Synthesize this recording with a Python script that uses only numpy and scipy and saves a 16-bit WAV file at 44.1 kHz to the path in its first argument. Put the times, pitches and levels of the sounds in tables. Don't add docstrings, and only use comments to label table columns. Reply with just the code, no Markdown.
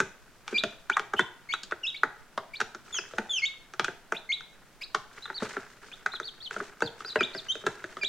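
import sys
import numpy as np
from scipy import signal
from scipy.fft import rfft, irfft, next_fast_len
from scipy.io import wavfile
from scipy.ndimage import uniform_filter1d

SR = 44100
rng = np.random.default_rng(int(sys.argv[2]) if len(sys.argv) > 2 else 0)


def transcribe(signal):
    frames = np.atleast_2d(signal).T
    limited = np.clip(frames, -1, 1)
    pcm = np.round(limited * 32767).astype(np.int16)
    wavfile.write(sys.argv[1], SR, pcm)


N = 356328

# (start [s], hold [s], length [s], first pitch [Hz], low pitch [Hz], top pitch [Hz], level [dB],
#  second harmonic halfway up the leap, against the note [dB])
RISING_PEEPS = [(0.541, 0.037, 0.07, 2393, 2389, 3960, -21, -21),
                (0.916, 0.012, 0.039, 2380, 2334, 3810, -31.5, -28),
                (1.163, 0.037, 0.066, 2846, 3105, 3600, -29.5, -42),
                (1.488, 0.035, 0.068, 2160, 2236, 3926, -27, -19.5),
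                (1.832, 0.033, 0.08, 2964, 2597, 3833, -25.5, -20.5),
                (1.942, 0.018, 0.042, 2180, 2254, 4380, -34.5, -23),
                (2.534, 0.02, 0.047, 2180, 2365, 4560, -34.5, -20),
                (3.419, 0.033, 0.0704, 2125, 2193, 3806, -24, -15.5),
                (4.141, 0.024, 0.044, 2080, 2490, 4270, -32, -47),
                (4.29, 0.031, 0.066, 2114, 2168, 3934, -21.5, -23),
                (4.809, 0.023, 0.045, 2055, 2504, 4900, -33, -14),
                (5.915, 0.011, 0.037, 2400, 2466, 3900, -39.5, -40),
                (7.188, 0.041, 0.078, 2614, 2347, 3844, -23.5, -20.5),
                (7.484, 0.034, 0.05, 2954, 3136, 3900, -23.5, -17.5),
                (8.012, 0.032, 0.11, 2480, 2350, 3940, -24.5, -18)]
# (start [s], length [s], top pitch [Hz], loudest level, reached on the way down [dB])
ARCHED_PEEPS = [(0.552, 0.059, 4750, -34.5), (5.222, 0.042, 4070, -33.5), (5.341, 0.05, 4560, -32),
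                (6.116, 0.057, 4170, -36.5), (6.228, 0.074, 4580, -36.5), (6.402, 0.083, 4500, -37.5),
                (6.812, 0.08, 4790, -38.5), (7.046, 0.069, 5010, -39), (7.1, 0.037, 4080, -37),
                (7.329, 0.079, 5150, -40)]
# (start [s], length [s], loudest level [dB], second harmonic before the throat, against the note [dB])
FALLING_PEEPS = [(2.925, 0.073, -33.5, -1.5), (3.293, 0.11, -28, -11)]
# (blow [s], peak of the ring [dB], thud [dB], tick [dB], pitch of the struck spot [Hz])
BLOWS = [(0.002, -11.5, -31, -34, 1500), (0.479, -29.5, -67, -41.5, 1370), (0.526, -36, -33, -70, 1660),
         (0.637, -20.5, -31, -32.5, 1470), (0.899, -12.5, -42, -41.5, 1500), (0.969, -11, -50, -43.5, 1433),
         (0.995, -20, -41.5, -41, 1310), (1.137, -17, -34, -47.5, 1350), (1.194, -9.5, -30, -41.5, 1593),
         (1.208, -36, -48, -45, 1530), (1.538, -17.5, -51.5, -40.5, 1450), (1.634, -40, -56, -42.5, 1650),
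         (1.712, -31, -73, -48, 1400), (1.721, -18.5, -37.5, -52.5, 1490), (2.034, -9, -34.5, -46, 1480),
         (2.377, -19, -38.5, -43.5, 1246), (2.604, -18.5, -47, -38, 1420), (2.613, -16, -38.5, -40, 1560),
         (2.748, -30.5, -47.5, -51, 1420), (2.987, -24.5, -44.5, -75, 1630), (3.136, -37.5, -43, -58, 1410),
         (3.184, -17, -33, -40, 1435), (3.737, -33, -52, -52.5, 1420), (3.796, -15, -34.5, -32.5, 1350),
         (3.845, -19, -50, -35.5, 1450), (3.882, -22, -38, -53, 1610), (4.123, -16.5, -34.5, -42.5, 1435),
         (4.408, -36, -65, -56, 1520), (4.948, -14, -38.5, -35.5, 1313), (5.256, -31, -64, -67, 1420),
         (5.301, -25, -47.5, -73, 1456), (5.423, -26.5, -30, -58, 1400), (5.568, -22, -35, -55, 1460),
         (6.062, -14, -47, -43.5, 1530), (6.137, -27.5, -51.5, -56, 1450), (6.2, -23.5, -43, -49.5, 1480),
         (6.51, -26, -49.5, -49.5, 1540), (6.564, -23.5, -38.5, -57, 1430), (6.603, -23, -36.5, -67, 1460),
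         (6.806, -31, -54, -49, 1340), (6.822, -14.5, -27.5, -42, 1574), (7.006, -31, -52, -54, 1280),
         (7.048, -30.5, -48, -55, 1520), (7.158, -14.5, -26, -38.5, 1610), (7.208, -15, -29.5, -40.5, 1530),
         (7.349, -28.5, -39, -55, 1660), (7.554, -33, -41.5, -50, 1480), (7.639, -37.5, -41.5, -66, 1420),
         (7.666, -15.5, -28, -38.5, 1560), (7.841, -26, -42, -51.5, 1580), (7.969, -28, -45.5, -53, 1320),
         (8.034, -28.5, -43, -45, 1660)]
# (pitch [Hz], strength [dB], time to fall 60 dB [s])
THUD_MODES = [(211, -8, 0.055), (368.5, 0.5, 0.064), (435.3, 2.5, 0.063), (661, -13, 0.13)]
# (pitch [Hz], strength [dB], time to fall 60 dB [s])
TICK_MODES = [(2490, 2.64, 0.016), (3600, 8.4, 0.0024), (6150, 7.4, 0.0014)]
# (pitch [Hz], strength [dB], time to fall 60 dB [s])
RING_MODES = [(920, -11, 0.013), (1130, 1.5, 0.0022), (1368, 4, 0.0084), (1834, -5, 0.0027)]
# (start [s], length [s], level [dB])
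SCUFFLE_BOUTS = [(0.486, 0.068, -46), (2.865, 0.36, -51), (5.131, 0.11, -46.5), (5.418, 0.04, -36.5),
                 (5.842, 0.044, -49.5), (6.53, 0.038, -40), (6.984, 1.3, -52.5)]
# (frequency [Hz], level [dB per Hz])
SCRATCH_COLOUR = [(1500, -3.5), (6700, -3), (8500, -8.5), (13000, -29)]
# (frequency [Hz], level [dB per Hz])
ROOM_COLOUR = [(20, 10.5), (70, -13.5), (115, -3), (1000, -11), (8000, -22.5), (16000, -28.5)]
# (frequency [Hz], time to fall 60 dB [s], strength [dB])
ROOM_ECHO = [(150, 0.22, -7.5), (420, 0.43, -13), (760, 0.45, -3.5), (1130, 0.55, -20.5), (2800, 0.45, -8),
             (5960, 0.39, -9)]
# (frequency [Hz], likeness [0-1])
LIKENESS = [(40, 0.1), (100, 1), (1200, 0.88), (3000, 0.59), (8000, 0.07)]

CUTOFF_HZ = 15900
LEAP_S, LEAP_LEAD_S, SETTLE_S, LOUD_DB, SLOWER_S_PER_DB = .024, .004, .011, -21, .0006
JUMP_SHARE, JUMP_S = 0.227, 0.00094
SINK_HZ, SINK_S = 700, .018
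SWELL_DB, BREAK_DB, ARCH_DB, FADE_DB, RECOVER_S = 10, -7, -1.5, -8, .006
RASP_OFF_HZ = 330
CREST_AT, CREST_WIDTH_S, CREST_POWER, ARCH_DEPTH = .41, .027, 2.6, .35
FALL_FIRST_HZ, FALL_KNEE_HZ, FALL_LAST_HZ, KNEE_AT = 3580, 3003, 2310, .7
CLEAR_DB, QUAVER_PER_DB = -25.5, 0.2819
SPOT_HZ = 1465
TOUCH_LEAD_S = 0.00259
BEND_FIRST_HZ, BEND_SLOW_S, BEND_FADE_S = 743, 0.0188, 0.021
BOUT_ATTACK_S, BOUT_SAG_DB, BOUT_RELEASE_S = 0.057, -4, 0.12


def rising_peeps(purer_db=7):
    out = np.zeros((2, N))
    for start, hold, length, first, low, top, db, overtone_db in RISING_PEEPS:
        t = np.arange(0, length, 1 / SR)
        settled, leap = max(hold - SETTLE_S, 1 / SR), hold - LEAP_LEAD_S
        leap_s = LEAP_S + SLOWER_S_PER_DB * (LOUD_DB - db)
        climb = np.clip((t - leap) / leap_s, 0, 1)
        sink = np.maximum(t - leap - leap_s, 0) / SINK_S
        jump = np.clip((t - hold) / JUMP_S + .5, 0, 1)
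        glide = 1 - (1 - climb) ** 2
        rise = JUMP_SHARE * jump + (1 - JUMP_SHARE) * glide
        held_note = np.interp(t, [0, settled], [first, low])
        pitch = held_note + (top - low) * rise - SINK_HZ * sink ** 2
        effort = np.interp(t, [0, settled, hold, hold + RECOVER_S, length],
                           [-SWELL_DB, 0, BREAK_DB, ARCH_DB, ARCH_DB + FADE_DB])
        softness = np.clip((CLEAR_DB - db) / 10, 0, .5)
        rasp = softness * np.clip(abs(first - low) / RASP_OFF_HZ * (1 - (t / hold) ** 2), 0, 1)
        overtones = overtone_db + purer_db * (.5 - climb)
        add(out, start, whistle(pitch, db + effort, overtones, rasp))
    return out


def arched_peeps(crest_dip_db=6.5, overtone_db=-26):
    out = np.zeros((2, N))
    for start, length, top, db in ARCHED_PEEPS:
        from_crest = np.arange(0, length, 1 / SR) - CREST_AT * length
        drop = 1 - np.exp(-np.abs(from_crest / CREST_WIDTH_S) ** CREST_POWER)
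        swell = np.sin(np.pi * drop) * (from_crest > 0)
        level = db - crest_dip_db * (1 - swell)
        add(out, start, whistle(top * (1 - ARCH_DEPTH * drop), level, overtone_db, wall_db=-7.5))
    return out


def falling_peeps(swell_db=7, loudest_at=0.3):
    out = np.zeros((2, N))
    for start, length, db, overtone_db in FALLING_PEEPS:
        along = np.arange(0, length, 1 / SR) / length
        pitch = np.interp(along, [0, KNEE_AT, 1], [FALL_FIRST_HZ, FALL_KNEE_HZ, FALL_LAST_HZ])
        level = db + np.interp(along, [0, loudest_at], [-swell_db, 0])
        add(out, start, whistle(pitch, level, overtone_db, wall_db=-10.0))
    return out


def whistle(pitch, level_db, overtone_db, rasp=0, attack=0.0031, release=0.0086,
            jitter=0.0069, step_db=-10, wall_db=-10):
    size = len(pitch)
    t = np.arange(size) / SR
    waver = smooth_noise(size, 60)
    phase = 2 * np.pi * np.cumsum(uniform_filter1d(pitch, size=130) * (1 + jitter * waver)) / SR
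    tone = np.sin(phase)
    for k in range(2, 6):
        throat_db = np.interp(k * pitch, [6520, 7860, 12900, 17000], [2, -10.5, -13.5, -30])
        source_db = overtone_db if k == 2 else np.minimum(overtone_db, -10)
        tone = tone + np.sin(k * phase) * from_db(source_db + step_db * (k - 2) + throat_db)
    quaver_db = np.clip(CLEAR_DB - np.max(level_db), 0, 20) * QUAVER_PER_DB
    quaver = from_db(quaver_db * smooth_noise(size, 130))
    chop = smooth_noise(size, 50)
    tone = tone * (np.sqrt(1 - rasp) + np.sqrt(rasp / 2) * chop)
    fade = np.minimum(t / attack, 1) * np.minimum((t[-1] - t) / release, 1)
    tone = tone * quaver * from_db(level_db) * fade
    longer = np.arange(size + SR // 100) / SR
    out = np.zeros((2, len(longer))) + np.interp(longer, t, tone, right=0)
    for lag in rng.uniform(0.000783, 0.0046, size=3):
        lags = lag + rng.standard_normal() / SR * np.array([[1], [-1]])
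        out += from_db(wall_db) * np.interp(longer - lags, t, tone, left=0, right=0)
    return out


def taps(ring_db=-11.0, tick_db=0.5, count=5):
    places = np.zeros((count, 2, N))
    for k, (s, ring, thud, tick, spot_hz) in enumerate(BLOWS):
        blow = strike(thud, ring + ring_db, tick + tick_db, spot_hz / SPOT_HZ)
        add(places[k % count], s - TOUCH_LEAD_S, blow)
    return sum(in_room(place) for place in places)


def strike(thud_db, ring_db, tick_db, stiffness, skid=0.06, skid_s=0.0031, rattle=0.034,
           rattle_s=0.011, bounce=0.4, touch=0.25, snap=5.1, bend_db=-5.5, crack=5.4):
    t = np.arange(SR // 8) / SR
    roughness = skid * np.exp(-t / skid_s) + rattle * np.exp(-t / rattle_s)
    force = rng.standard_normal((2, len(t))) * roughness
    force[0, 0] += 1
    force[0, int(rng.uniform(.001, .004) * SR)] += bounce * rng.random()
    blow = np.pad(force, [(0, 0), (int(TOUCH_LEAD_S * SR), 0)])[:, :len(t)]
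    force = touch * rng.random() ** 2 * force + blow
    sweep = BEND_FIRST_HZ / (1 + t / (BEND_SLOW_S * (.5 + rng.random()))) ** 2
    wave = np.sin(2 * np.pi * np.cumsum(sweep) / SR) * np.exp(-t / BEND_FADE_S)
    bend = signal.fftconvolve(force[0], wave)[:len(t)]
    flex = resonate(force[0], THUD_MODES, scatter_db=1, detune=0.037)
    thud = band_pass(rms_one(flex) + from_db(bend_db) * rms_one(bend), low_hz=116, high_hz=855)
    spot_modes = np.array(RING_MODES) * [stiffness, 1, 1]
    plastic = resonate(force[0], spot_modes, scatter_db=2.5, detune=0.025)
    ring = band_pass(plastic + crack * force[0], low_hz=845, high_hz=2460)
    small_waves = resonate(force[0], np.array(TICK_MODES) * [stiffness, 1, 1], scatter_db=3.5)
    centre = small_waves + snap * force[0]
    side = snap * np.diff(force[1], prepend=0)
    tick = band_pass(centre + side * np.array([[1], [-1]]), low_hz=2450, high_hz=7600)
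    layers = from_db(thud_db) * rms_one(thud) + from_db(ring_db) * rms_one(ring)
    layers = layers + from_db(tick_db) * rms_one(tick)
    return layers * np.sqrt(SR // 50 / len(t))


def resonate(force, modes, scatter_db=0, detune=0):
    out = 0
    for k, (hz, db, t60) in enumerate(modes):
        r = from_db(-60 / (t60 * SR))
        w = 2 * np.pi * hz * np.exp(detune * rng.standard_normal()) / SR
        gain = (-1) ** k * from_db(db + scatter_db * rng.standard_normal())
        out = out + gain * signal.lfilter([1, 0, -1], [1, -2 * r * np.cos(w), r * r], force)
    return out


def scuffle(flex_db=-12.5, ring_db=-2.5, scratch_db=-7.0, rest_db=-62.5):
    t = np.arange(N) / SR
    effort = from_db(rest_db)
    for start, length, db in SCUFFLE_BOUTS:
        age = t - start
        swell = np.clip(age / BOUT_ATTACK_S + .5, 0, 1)
        sag_db = BOUT_SAG_DB * np.clip(age / length, 0, 1)
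        release = np.exp(-np.clip((age - length) / BOUT_RELEASE_S, 0, 20))
        effort = effort + swell * from_db(db + sag_db) * release
    slips = grains(per_s=90, spread_db=1.5, length_s=0.0034, bed=0.59)
    flex = rms_one(resonate(slips[0], np.array(THUD_MODES) * [1, 1, .4]))
    ring = rms_one(resonate(slips[0], np.array(RING_MODES) * [1, 1, .5]))
    scratches = grains(per_s=190, spread_db=3.0, length_s=0.0066, bed=0.57)
    scratching = diffuse(scratches, SCRATCH_COLOUR)
    return effort * (from_db(flex_db) * flex + from_db(ring_db) * ring + from_db(scratch_db) * scratching)


def grains(per_s, spread_db, length_s, bed):
    starts = rng.random(N) < per_s / SR
    sizes = starts * from_db(spread_db * np.minimum(rng.exponential(1, N), 3))
    bursts = signal.lfilter([1], [1, -np.exp(-1 / (length_s * SR))], sizes + 1e-18)
    return rng.standard_normal((2, N)) * (rms_one(bursts) + bed)


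def in_room(sound):
    return sound + signal.fftconvolve(sound.mean(axis=0)[None], room(), axes=-1)[:, :N]


def room(build_s=0.00031):
    t = np.arange(SR * 4 // 5) / SR
    tail = 0
    for hz in np.geomspace(100, 12800, 15):
        edges = hz * np.sqrt(2) ** np.array([-.5, .5])
        band = signal.butter(2, edges, "band", fs=SR, output="sos")
        decay = from_db(-60 * t / at_hz(ROOM_ECHO, hz)) * (1 - np.exp(-t / build_s))
        noise = diffuse(rng.standard_normal((2, len(t))), [(1, 0)])
        strength = from_db(at_hz(ROOM_ECHO, hz, axis=2))
        tail = tail + signal.sosfilt(band, noise) * decay / np.linalg.norm(decay) * strength
    return tail


def room_tone(level_db=-57.0):
    return from_db(level_db) * diffuse(rng.standard_normal((2, N)), ROOM_COLOUR)


def diffuse(pair, spectrum):
    size = pair.shape[-1]
    padded = next_fast_len(size)
    hz = np.arange(padded // 2 + 1) * SR / padded
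    alike = np.clip(at_hz(LIKENESS, hz), 0, .999)
    mid, side = rfft(pair, padded) * from_db(at_hz(spectrum, hz))
    left_right = np.sqrt(1 + alike) * mid + np.sqrt(1 - alike) * side * [[1], [-1]]
    return rms_one(irfft(left_right, padded)[:, :size])


def smooth_noise(size, width):
    return rms_one(uniform_filter1d(rng.standard_normal(size), size=width))


def band_pass(x, low_hz, high_hz):
    return signal.sosfilt(signal.butter(2, [low_hz, high_hz], "band", fs=SR, output="sos"), x)


def from_db(db):
    return 10 ** (np.asarray(db) / 20)


def rms_one(x):
    return x / np.sqrt(np.mean(x ** 2) + 1e-20)


def at_hz(points, hz, axis=1):
    rows = np.array(points)
    return np.interp(np.log(np.maximum(hz, 1)), np.log(rows[:, 0]), rows[:, axis])


def add(out, s, sound):
    at = max(round(s * SR), 0)
    part = sound[..., :max(N - at, 0)]
    out[..., at:at + part.shape[-1]] += part


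def scene(left_db=0.19):
    peeps = in_room(rising_peeps()) + in_room(falling_peeps() + arched_peeps())
    box = peeps + taps()
    return box * from_db([[left_db], [-left_db]]) + scuffle() + room_tone()


def record(dry):
    return signal.sosfilt(signal.ellip(10, .1, 80, CUTOFF_HZ, fs=SR, output="sos"), dry)


dry = scene()
out = record(dry)
transcribe(out)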